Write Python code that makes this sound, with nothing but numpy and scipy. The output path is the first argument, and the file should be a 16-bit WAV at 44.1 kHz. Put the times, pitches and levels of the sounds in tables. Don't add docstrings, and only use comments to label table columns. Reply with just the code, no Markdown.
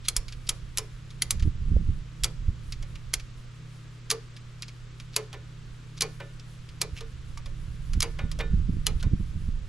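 import sys
import numpy as np
from scipy import signal
from scipy.fft import rfft, irfft, next_fast_len
from scipy.io import wavfile
from scipy.ndimage import uniform_filter1d

SR = 44100
rng = np.random.default_rng(int(sys.argv[2]) if len(sys.argv) > 2 else 0)


def int16_out(signal):
    q = np.round(np.clip(np.atleast_2d(signal).T, -1, 1) * 32767)
    wavfile.write(sys.argv[1], SR, q.astype(np.int16))


N = 426888
TIME = np.arange(N) / SR
AGE = np.arange(SR // 2) / SR

# time in seconds, relative level in dB, treble in dB, lag of the second
# pawl in seconds, relative jolt to the frame in dB, scrape up the tooth relative to the click in dB,
# three notes of the buckle in Hz with the strongest first, hollow note of the handle in Hz.
TEETH = [(0.0842, -17.5, 7.2, 0.00072, -48, -19, 4250, 6440, 3360, 1290),
         (0.1645, -19.5, 7.1, 0.00062, -45.5, -26.5, 5380, 4370, 6670, 1260),
         (0.4905, -19, 4.2, 0.0023, -43, -30.5, 6400, 4840, 3210, 1266),
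         (0.7734, -20.5, 3.5, 0.0091, -41, -32, 5300, 7364, 2900, 1036),
         (1.2205, -19, 7.4, 0.00087, -47.5, -23.5, 3210, 4510, 2060, 1280),
         (1.3065, -18.5, 7.6, 0.0011, -47, -26, 7440, 3820, 4870, 1130),
         (2.236, -18.5, 3.4, 0.0071, -39.5, -34.5, 4720, 3390, 4480, 1300),
         (3.138, -20, 1.6, 0.00029, -48.5, -22, 3270, 4200, 2150, 1550),
         (4.102, -19, 6.9, 0.011, -37.5, -27, 4630, 4920, 2360, 1177),
         (5.163, -18, 5.7, 0.00059, -34.5, -23.5, 4544, 7320, 2510, 1012),
         (6.008, -19.5, 4, 0.013, -35, -35, 4600, 4300, 4000, 1075),
         (6.815, -18.5, 3.24, 0.00046, -39, -21.5, 4080, 5430, 2420, 1250),
         (8.0044, -20.5, 3.1, 0.023, -34, -26, 4750, 2235, 6380, 1268),
         (8.8666, -18.5, 0.98, 0.00062, -37.5, -21, 4100, 3500, 2940, 1264)]
# frequency in Hz, relative level in dB per Hz.
BUCKLE = [(300, -22.5), (700, -46), (1200, -7.5), (1700, -8), (2300, -1.5), (3300, 0.5), (4800, 6.5),
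          (7200, 6.5), (8800, -0.5), (10200, 7.5), (11500, -3), (13500, -10), (16000, -51)]
# frequency in Hz, relative level in dB per Hz.
FRAME = [(150, -29), (450, 4.5), (700, -1.5), (1200, 2), (1700, -5.5), (2300, -2.5), (3200, -8),
         (4600, -19), (12000, -48)]
# time in seconds, relative level in dB.
GUST = [(0.0, -43.5), (0.19, -39.5), (1.16, -44), (1.48, -20), (1.53, -32.5), (1.78, -20), (1.89, -23),
        (2.13, -48), (2.48, -29.5), (2.61, -38), (2.8, -35), (3.61, -49), (6.52, -45.5), (7.87, -32.5),
        (7.98, -20.5), (8.06, -36.5), (8.57, -25), (9.1, -29), (9.55, -32), (9.68, -37)]


def ratchet(click_db=-2.5, ride_s=0.011, first_db=-4.0, first_treble_db=-6,
            notes_db=-6, note_step_db=-1.0, notes_t60=0.026,
            bounce_db=-4, bounce_treble_db=-13, bounce_share=.72, bounce_needs_s=.01, grind_db=-5):
    sing_db, sing_t60 = -7, .14
    out = np.zeros(N)
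    for s, db, treble_db, lag, jolt_db, ride_db, *notes, _ in TEETH:
        clink = [(hz, db + notes_db + k * note_step_db, notes_t60) for k, hz in enumerate(notes)]
        singing = (notes[0], jolt_db + sing_db, sing_t60)
        add(out, s - 0.56 * ride_s, amp(db + ride_db) * scrape(ride_s))
        add(out, s, amp(db + first_db) * snap(treble_db + first_treble_db, 1))
        add(out, s + lag, amp(db + click_db) * snap(treble_db, 1))
        add(out, s + lag, ring(clink + [singing], detune=0, scatter_db=1))
        if lag > bounce_needs_s:
            bounce = snap(treble_db + bounce_treble_db, 0.35)
            add(out, s, amp(db + grind_db) * focus(scrape(ride_s / 2), notes[0]))
            add(out, s + bounce_share * lag, amp(db + bounce_db) * bounce)
    return out


def snap(treble_db, hardness, crack_t60=0.019, body_t60=0.055, body_db=-9, damping=0.69,
         rise_s=0.000087, soft_s=0.00016, modes_db=-4, colour_db=0.0, shelf_hz=4200, full_hz=10000):
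    # frequency in Hz, relative level in dB, decay time t60 in seconds.
    buckle_modes = [(2275, -15, .05), (3300, -10, .04), (4275, -15, .04), (4760, -14, .035),
                    (6405, -13, .04), (7040, -15, .04), (10090, -11, .035)]
    shelf = [(shelf_hz, 0), (full_hz, treble_db)]
    colour = [(hz, db + at(shelf, hz) + colour_db * chance)
              for (hz, db), chance in zip(BUCKLE, rng.standard_normal(len(BUCKLE)))]
    damped = [(hz, db - damping * 20 * np.log10(hz)) for hz, db in colour]
    shelved_modes = [(hz, db + at(shelf, hz), t60) for hz, db, t60 in buckle_modes]
    crack = noise(colour, len(AGE)) * fade(crack_t60)
    body = noise(damped, len(AGE)) * fade(body_t60)
    modes = ring(shelved_modes, detune=0.02, scatter_db=4.0)
    onset = 1 - np.exp(-AGE / (rise_s + soft_s * (1 - hardness)))
    x = (hardness * crack + amp(body_db) * (body + amp(modes_db) * modes)) * onset
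    return x / x[AGE < .004].std()


def scrape(length, colour=BUCKLE, grain_db=5.5, dull=1.2):
    size = int(length * SR)
    grains = np.repeat(amp(grain_db * rng.standard_normal(len(AGE))), 40)[:size]
    tilted = [(hz, db - dull * 20 * np.log10(hz)) for hz, db in colour]
    x = noise(tilted, len(AGE))[:size] * grains * np.hanning(size)
    return x / x.std()


def focus(x, hz, q=2.3, broad_db=-12):
    y = signal.lfilter(*signal.iirpeak(hz, q, fs=SR), x) + amp(broad_db) * x
    return y * x.std() / y.std()


def trailer(frame_db=2.5, rise_s=.005, rail_db=-20, hollow_db=-1):
    out = np.zeros(N)
    for s, _, _, lag, db, *_, hollow_hz in TEETH:
        shake = amp(frame_db) * jolt(rise_s) + amp(hollow_db) * hollow(hollow_hz) + amp(rail_db) * rail(0)
        add(out, s + lag, amp(db) * shake)
    return out


def jolt(rise_s, frame_t60=0.14, modes_db=-7, thud_db=-9, thud_t60=0.52, thud_rise_s=0.01):
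    # frequency in Hz, relative level in dB, decay time t60 in seconds.
    frame_modes = [(778, -12, .17), (1030, -8, .13), (2020, -5, .14), (2150, -5, .12), (2290, -2, .09),
                   (2400, -4, .16), (2930, -7, .12)]
    # frequency in Hz, relative level in dB per Hz.
    thud_colour = [(220, -17), (330, -1), (480, 2.5), (620, -8.5), (900, -12), (2000, -58)]
    modes = amp(modes_db) * ring(frame_modes, detune=0.004, scatter_db=3.5)
    clank = (noise(FRAME, len(AGE)) * fade(frame_t60) + modes) * (1 - np.exp(-AGE / rise_s))
    thud = noise(thud_colour, len(AGE)) * fade(thud_t60) * held(thud_rise_s)
    return clank + amp(thud_db) * thud


def hollow(hz):
    # multiple of the pitch, relative level in dB, decay time t60 in seconds.
    handle_modes = [(1, -1.5, 0.099), (.78, -9.5, 0.076)]
    return ring([(hz * ratio, db, t60) for ratio, db, t60 in handle_modes], detune=0.008, scatter_db=4)


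def rail(tilt_db):
    # frequency in Hz, relative level in dB, decay time t60 in seconds.
    rail_modes = [(1766, -.5, .35), (560, 3, .22), (1453, -6, .52), (3714, -2.5, .3)]
    main_hz = rail_modes[0][0]
    tilted = [(hz, db + tilt_db * np.log2(hz / main_hz), t60) for hz, db, t60 in rail_modes]
    return ring(tilted, detune=0, scatter_db=1.5)


def strap(rise_s=0.0051, t60=0.52, edge_ratio=.92, edge_db=-8):
    # time in seconds, relative level in dB, pitch in Hz.
    twangs = [(0.784, -46, 435), (4.113, -37, 452), (5.164, -36, 432), (5.33, -47, 421), (6.02, -44, 450),
              (6.817, -46.5, 426), (7.008, -48.5, 453), (8.027, -43, 462), (8.402, -41.5, 459),
              (8.867, -43, 470)]
    out = np.zeros(N)
    for s, db, hz in twangs:
        notes = [(hz, db, t60), (hz * edge_ratio, db + edge_db, t60)]
        add(out, s, ring(notes, detune=0, scatter_db=1.5) * held(rise_s))
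    return out * (1 + .4 * walk(150))


def held(rise_s, grip_s=.085):
    return (1 - np.exp(-AGE / rise_s)) ** 2 * np.exp(-(AGE / grip_s) ** 4)


def handle(tick_db=-3.0, click_db=-4.0, knock_db=2, knock_rise_s=0.0016, scuff_db=-3,
           chatter_db=-3, seats_share=0.29):
    # time in seconds, relative level in dB, resonance in Hz.
    ticks = [(.282, -38, 4550), (0.323, -38.5, 3910), (1.1045, -45.5, 4150), (1.3956, -41, 3500),
             (1.4239, -39, 3000), (2.7223, -33, 4750), (3.197, -40.5, 2700), (4.365, -43, 3550),
             (4.622, -30, 4830), (4.6813, -40.5, 4740), (4.999, -40, 3020), (6.3955, -46, 6000),
             (6.689, -46, 4000)]
    # time in seconds, then relative levels in dB of the steel
    # click, the jolt to the frame and the handle's hollow note, that note's pitch in Hz, chatter in seconds.
    knocks = [(2.8252, -42.5, -56, -62, 1100, .01), (5.329, -37.5, -46, -46, 820, .026),
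              (6.2, -51, -42, -49, 1500, .012), (7.007, -38, -51, -48, 1200, .01),
              (7.374, -38.5, -58, -47, 1180, .008), (7.4585, -41, -54, -53, 1100, .01),
              (7.9333, -34, -58, -51, 1400, .008), (8.187, -43.5, -40, -46, 1680, .012),
              (8.315, -32, -58, -52, 1250, .01), (8.389, -35, -35, -40, 620, .036),
              (9.027, -35, -48, -44, 1450, .012)]
    # middle in seconds, relative level in dB,
    # length in seconds, resonance in Hz.
    scuffs = [(0.06, -45.5, 0.055, 3440), (0.475, -43.5, 0.022, 5000), (2.959, -47.5, 0.027, 2630),
              (5.142, -48.5, 0.036, 3960), (5.98, -46, 0.032, 4480), (6.983, -45.5, 0.076, 2600),
              (9.008, -49, 0.035, 3300)]
    rail_db, hard_db, tilt_per_db = -11, -35, .3
    out = np.zeros(N)
    for s, db, hz in ticks:
        add(out, s, amp(tick_db) * rattle(db, hz))
    for s, steel_db, frame_db, hollow_db, hollow_hz, length in knocks:
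        add(out, s, amp(click_db) * tick(steel_db) + amp(hollow_db) * hollow(hollow_hz))
        chatter = scrape(length, FRAME, grain_db=3.5, dull=-0.81)
        add(out, s, amp(frame_db + chatter_db) * chatter)
        ringing = rail(tilt_per_db * (steel_db - hard_db))
        seated = amp(knock_db) * jolt(knock_rise_s) + amp(rail_db) * ringing
        add(out, s + seats_share * length, amp(frame_db) * seated)
    for s, db, length, hz in scuffs:
        add(out, s - length / 2, amp(db + scuff_db) * focus(scrape(length), hz))
    return out


def tick(db, treble_db=-8, soft_db=-42, hard_db=-25):
    return amp(db) * snap(treble_db, np.interp(db, [soft_db, hard_db], [0, 1]))


def rattle(db, hz, again_s=.005, again_db=-6):
    out = focus(tick(db), hz, broad_db=-1.5)
    bounce = focus(tick(db + again_db), hz / 2)
    add(out, again_s * (.5 + rng.random()), bounce[:len(out) // 2])
    return out


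def ports(x):
    # frequency in Hz, left minus right in dB.
    balance = [(700, -0.8), (4400, -1.3), (15000, 0.75)]
    # frequency in Hz, phase by which the left leads in radians.
    phase = [(300, -0.32), (1500, -0.49), (12000, -0.51)]
    n = next_fast_len(N)
    hz = np.fft.rfftfreq(n, 1 / SR)
    half = amp(at(balance, hz) / 2) * np.exp(.5j * at(phase, hz))
    return irfft(rfft(x, n) * np.array([half, 1 / half]), n)[:, :N]


def yard(x, wet_db=-25, t60=0.34, rise_s=0.0082):
    # frequency in Hz, relative level in dB per Hz.
    answer = [(300, 1.5), (1200, 8.5), (2500, -1.5), (5000, 1), (7500, -4.5), (11000, -8), (16000, -31)]
    shape = fade(t60) * (1 - np.exp(-AGE / rise_s))
    tails = [noise(answer, len(AGE)) * shape for _ in range(2)]
    return amp(wet_db) * np.array([signal.fftconvolve(x, h / np.linalg.norm(h))[:N] for h in tails])


def wind(rumble_db=-1.0, rumble_top_db=-25, eddy_db=0, cycles=0.51, flutter_apart=0.39,
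         kink_db=12, kink_s=0.0016, side_db=-5, flutter_db=-1.5, flutter_s=.018):
    # time in seconds, relative peak in dB,
    # frequency in Hz, relative flutter in dB.
    strong_eddies = [(0.187, -22, 35.2, -59), (1.427, -14, 62.5, -45), (1.477, -13.5, 82.5, -31),
                     (1.718, -13.5, 69, -31), (1.766, -10.5, 59.6, -34), (1.893, -12.5, 75.5, -35.5),
                     (2.239, -20.5, 43, -62), (2.49, -14, 73, -38), (6.935, -25.5, 70, -52),
                     (7.977, -15.5, 63, -36), (8.241, -20.5, 86.4, -33.5), (8.541, -13.5, 50, -30.5),
                     (8.697, -16.5, 77, -28.5), (8.769, -18, 70.4, -33.5), (9.067, -17, 94, -28.5),
                     (9.136, -15.5, 110, -27.5), (9.207, -18.5, 70, -35), (9.362, -20.5, 85, -37.5),
                     (9.489, -21, 75, -36.5)]
    # frequency in Hz, relative level in dB per Hz.
    rumble_colour = [(12, -5), (28, 4.5), (55, -3.5), (100, -9.5), (200, -25), (330, -42), (700, -73.5),
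                     (2000, -91.5)]
    # frequency in Hz, relative level in dB per Hz.
    flutter_colour = [(50, -23), (110, -4), (190, 7.5), (300, -10), (450, -26), (1100, -84)]
    pop_s, pop_db, pop_hz = 1.767, -29, 494
    gust_db = np.interp(TIME, *np.transpose(GUST)) + rumble_db
    rumble = stereo_noise(rumble_colour, apart=0.17) * amp(np.minimum(gust_db, rumble_top_db))
    thumps, flutter_power = np.zeros(N), np.zeros(N)
    lead = AGE.mean() / 2
    t = AGE - lead
    for s, db, hz, rough_db in strong_eddies + small_eddies():
        start = max(s - lead, 0)
        swing = np.cos(2 * np.pi * (hz * t + rng.random())) * np.exp(-(hz * t / cycles) ** 2)
        turn = np.exp(2j * np.pi * rng.random())
        kink = (turn / (1 - 1j * t / kink_s) / (1 - .5j * t / kink_s)).real
        burst = amp(rough_db + flutter_db) * np.exp(-(t / flutter_s) ** 2)
        add(thumps, start, amp(db + eddy_db) * swing + amp(rough_db + kink_db) * kink)
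        add(flutter_power, start, burst ** 2)
    pop = np.sin(2 * np.pi * pop_hz * t) * np.exp(-(pop_hz * t) ** 2)
    add(thumps, pop_s - lead, amp(pop_db) * pop)
    flutter = np.sqrt(flutter_power) * stereo_noise(flutter_colour, flutter_apart)
    return (rumble + thumps + flutter) * pan(side_db)


def small_eddies(count=110, over_gust_db=0.0, scatter_db=1.5, ceiling_db=-22, hz=65, octaves=0.72,
                 flutter_db=-6, flutter_growth=1.365):
    place, size, pitch = rng.random((count, 3)).T
    s = place * TIME[-1]
    gust_db = np.interp(s, *np.transpose(GUST))
    db = np.minimum(gust_db + over_gust_db + scatter_db * (2 * size - 1), ceiling_db)
    return list(zip(s, db, hz * 2 ** (octaves * (2 * pitch - 1)), flutter_growth * db + flutter_db))


def hum(mains_db=-45.5, drift=0.006, waver_db=2.5, octave_db=-21):
    # time in seconds, relative level in dB.
    swell = [(0, -67), (.7, -54.5), (1.3, -47.5), (2.7, -50), (3.2, -59.5), (3.6, -49.5), (4.9, -54.5),
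             (6.5, -48.5), (7.4, -51.5), (8.3, -42), (9.4, -44.5), (9.68, -52)]
    mains_hz, motor_hz = 120.15, 153.7
    level = amp(np.interp(TIME, *np.transpose(swell)) + waver_db * walk(9))
    phase = 2 * np.pi * np.cumsum(motor_hz * (1 + drift * walk(4))) / SR
    running = level * (np.sin(phase) + amp(octave_db) * np.sin(2 * phase))
    mains = amp(mains_db) * np.sin(2 * np.pi * mains_hz * TIME)
    return np.sqrt(2) * (mains + running)


def insects(trill_hz=7700, arch_hz=700, rate=28.0, rasp_db=-72, flicker_db=3):
    arch = np.abs(np.sin(np.pi * np.cumsum(rate * (1 + 0.0095 * walk(1.4))) / SR))
    pitch = trill_hz + arch_hz * arch + 130 * walk(900)
    trill = arch * np.sin(2 * np.pi * np.cumsum(pitch) / SR) * amp(-73 + 2 * walk(120))
    rasp_colour = [(8500, -2.0), (9500, -3.0), (10200, 4.5), (11200, -5.0), (13500, -14.5), (15000, -19.5)]
    rasp = stereo_noise(rasp_colour, apart=0.53)
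    return trill + rasp * amp(rasp_db + flicker_db * walk(22) + 2 * walk(1.7))


def background(air_db=-53):
    # frequency in Hz, relative level in dB per Hz.
    air = [(20, 5), (80, -11.5), (200, -3), (280, -9), (450, -11), (780, -21), (1200, -13), (2000, -16.5),
           (3300, -17.5), (5500, -23.5), (7800, -26.5), (9000, -76), (13500, -46), (15000, -85)]
    return stereo_noise(air, apart=0.54) * amp(air_db)


def amp(db):
    return 10 ** (np.asarray(db) / 20)


def at(points, hz):
    f, value = np.transpose(points)
    return np.interp(np.log(hz + 1), np.log(f), value)


def noise(points, size):
    n = next_fast_len(size)
    gain = amp(at(points, np.fft.rfftfreq(n, 1 / SR)))
    x = irfft(rfft(rng.standard_normal(n)) * gain, n)[:size]
    return x / x.std()


def stereo_noise(points, apart):
    shared = noise(points, N)
    opposed = np.array([[1], [-1]]) * noise(points, N)
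    return (shared + apart * opposed) / np.hypot(1, apart)


def walk(rate):
    k = int(SR / rate)
    steps = np.repeat(rng.standard_normal(N // k + 1), k)
    x = uniform_filter1d(uniform_filter1d(steps, k), k)[:N]
    return x / x.std()


def pan(db):
    return amp(np.array([[db], [-db]]) / 2)


def fade(t60):
    return np.exp(-np.log(1000) * AGE / t60)


def ring(modes, detune, scatter_db):
    out = np.zeros(len(AGE))
    for (hz, db, t60), (a, b, c) in zip(modes, rng.standard_normal((len(modes), 3))):
        tone = np.sin(2 * np.pi * (hz * (1 + detune * b) * AGE + c))
        out += amp(db + scatter_db * a) * fade(t60) * tone
    return np.sqrt(2) * out


def add(track, s, sound):
    i = int(s * SR)
    track[i:i + len(sound)] += sound[:len(track) - i] if len(track) == N else sound[:N - i]


def scene():
    work = ratchet() + trailer() + strap() + handle()
    distance = background() + hum() + insects()
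    return ports(work) + yard(work) + distance + wind()


def record(dry, top_hz=16000):
    return signal.sosfilt(signal.ellip(8, .2, 80, top_hz, fs=SR, output="sos"), dry)


dry = scene()
out = record(dry)
int16_out(out)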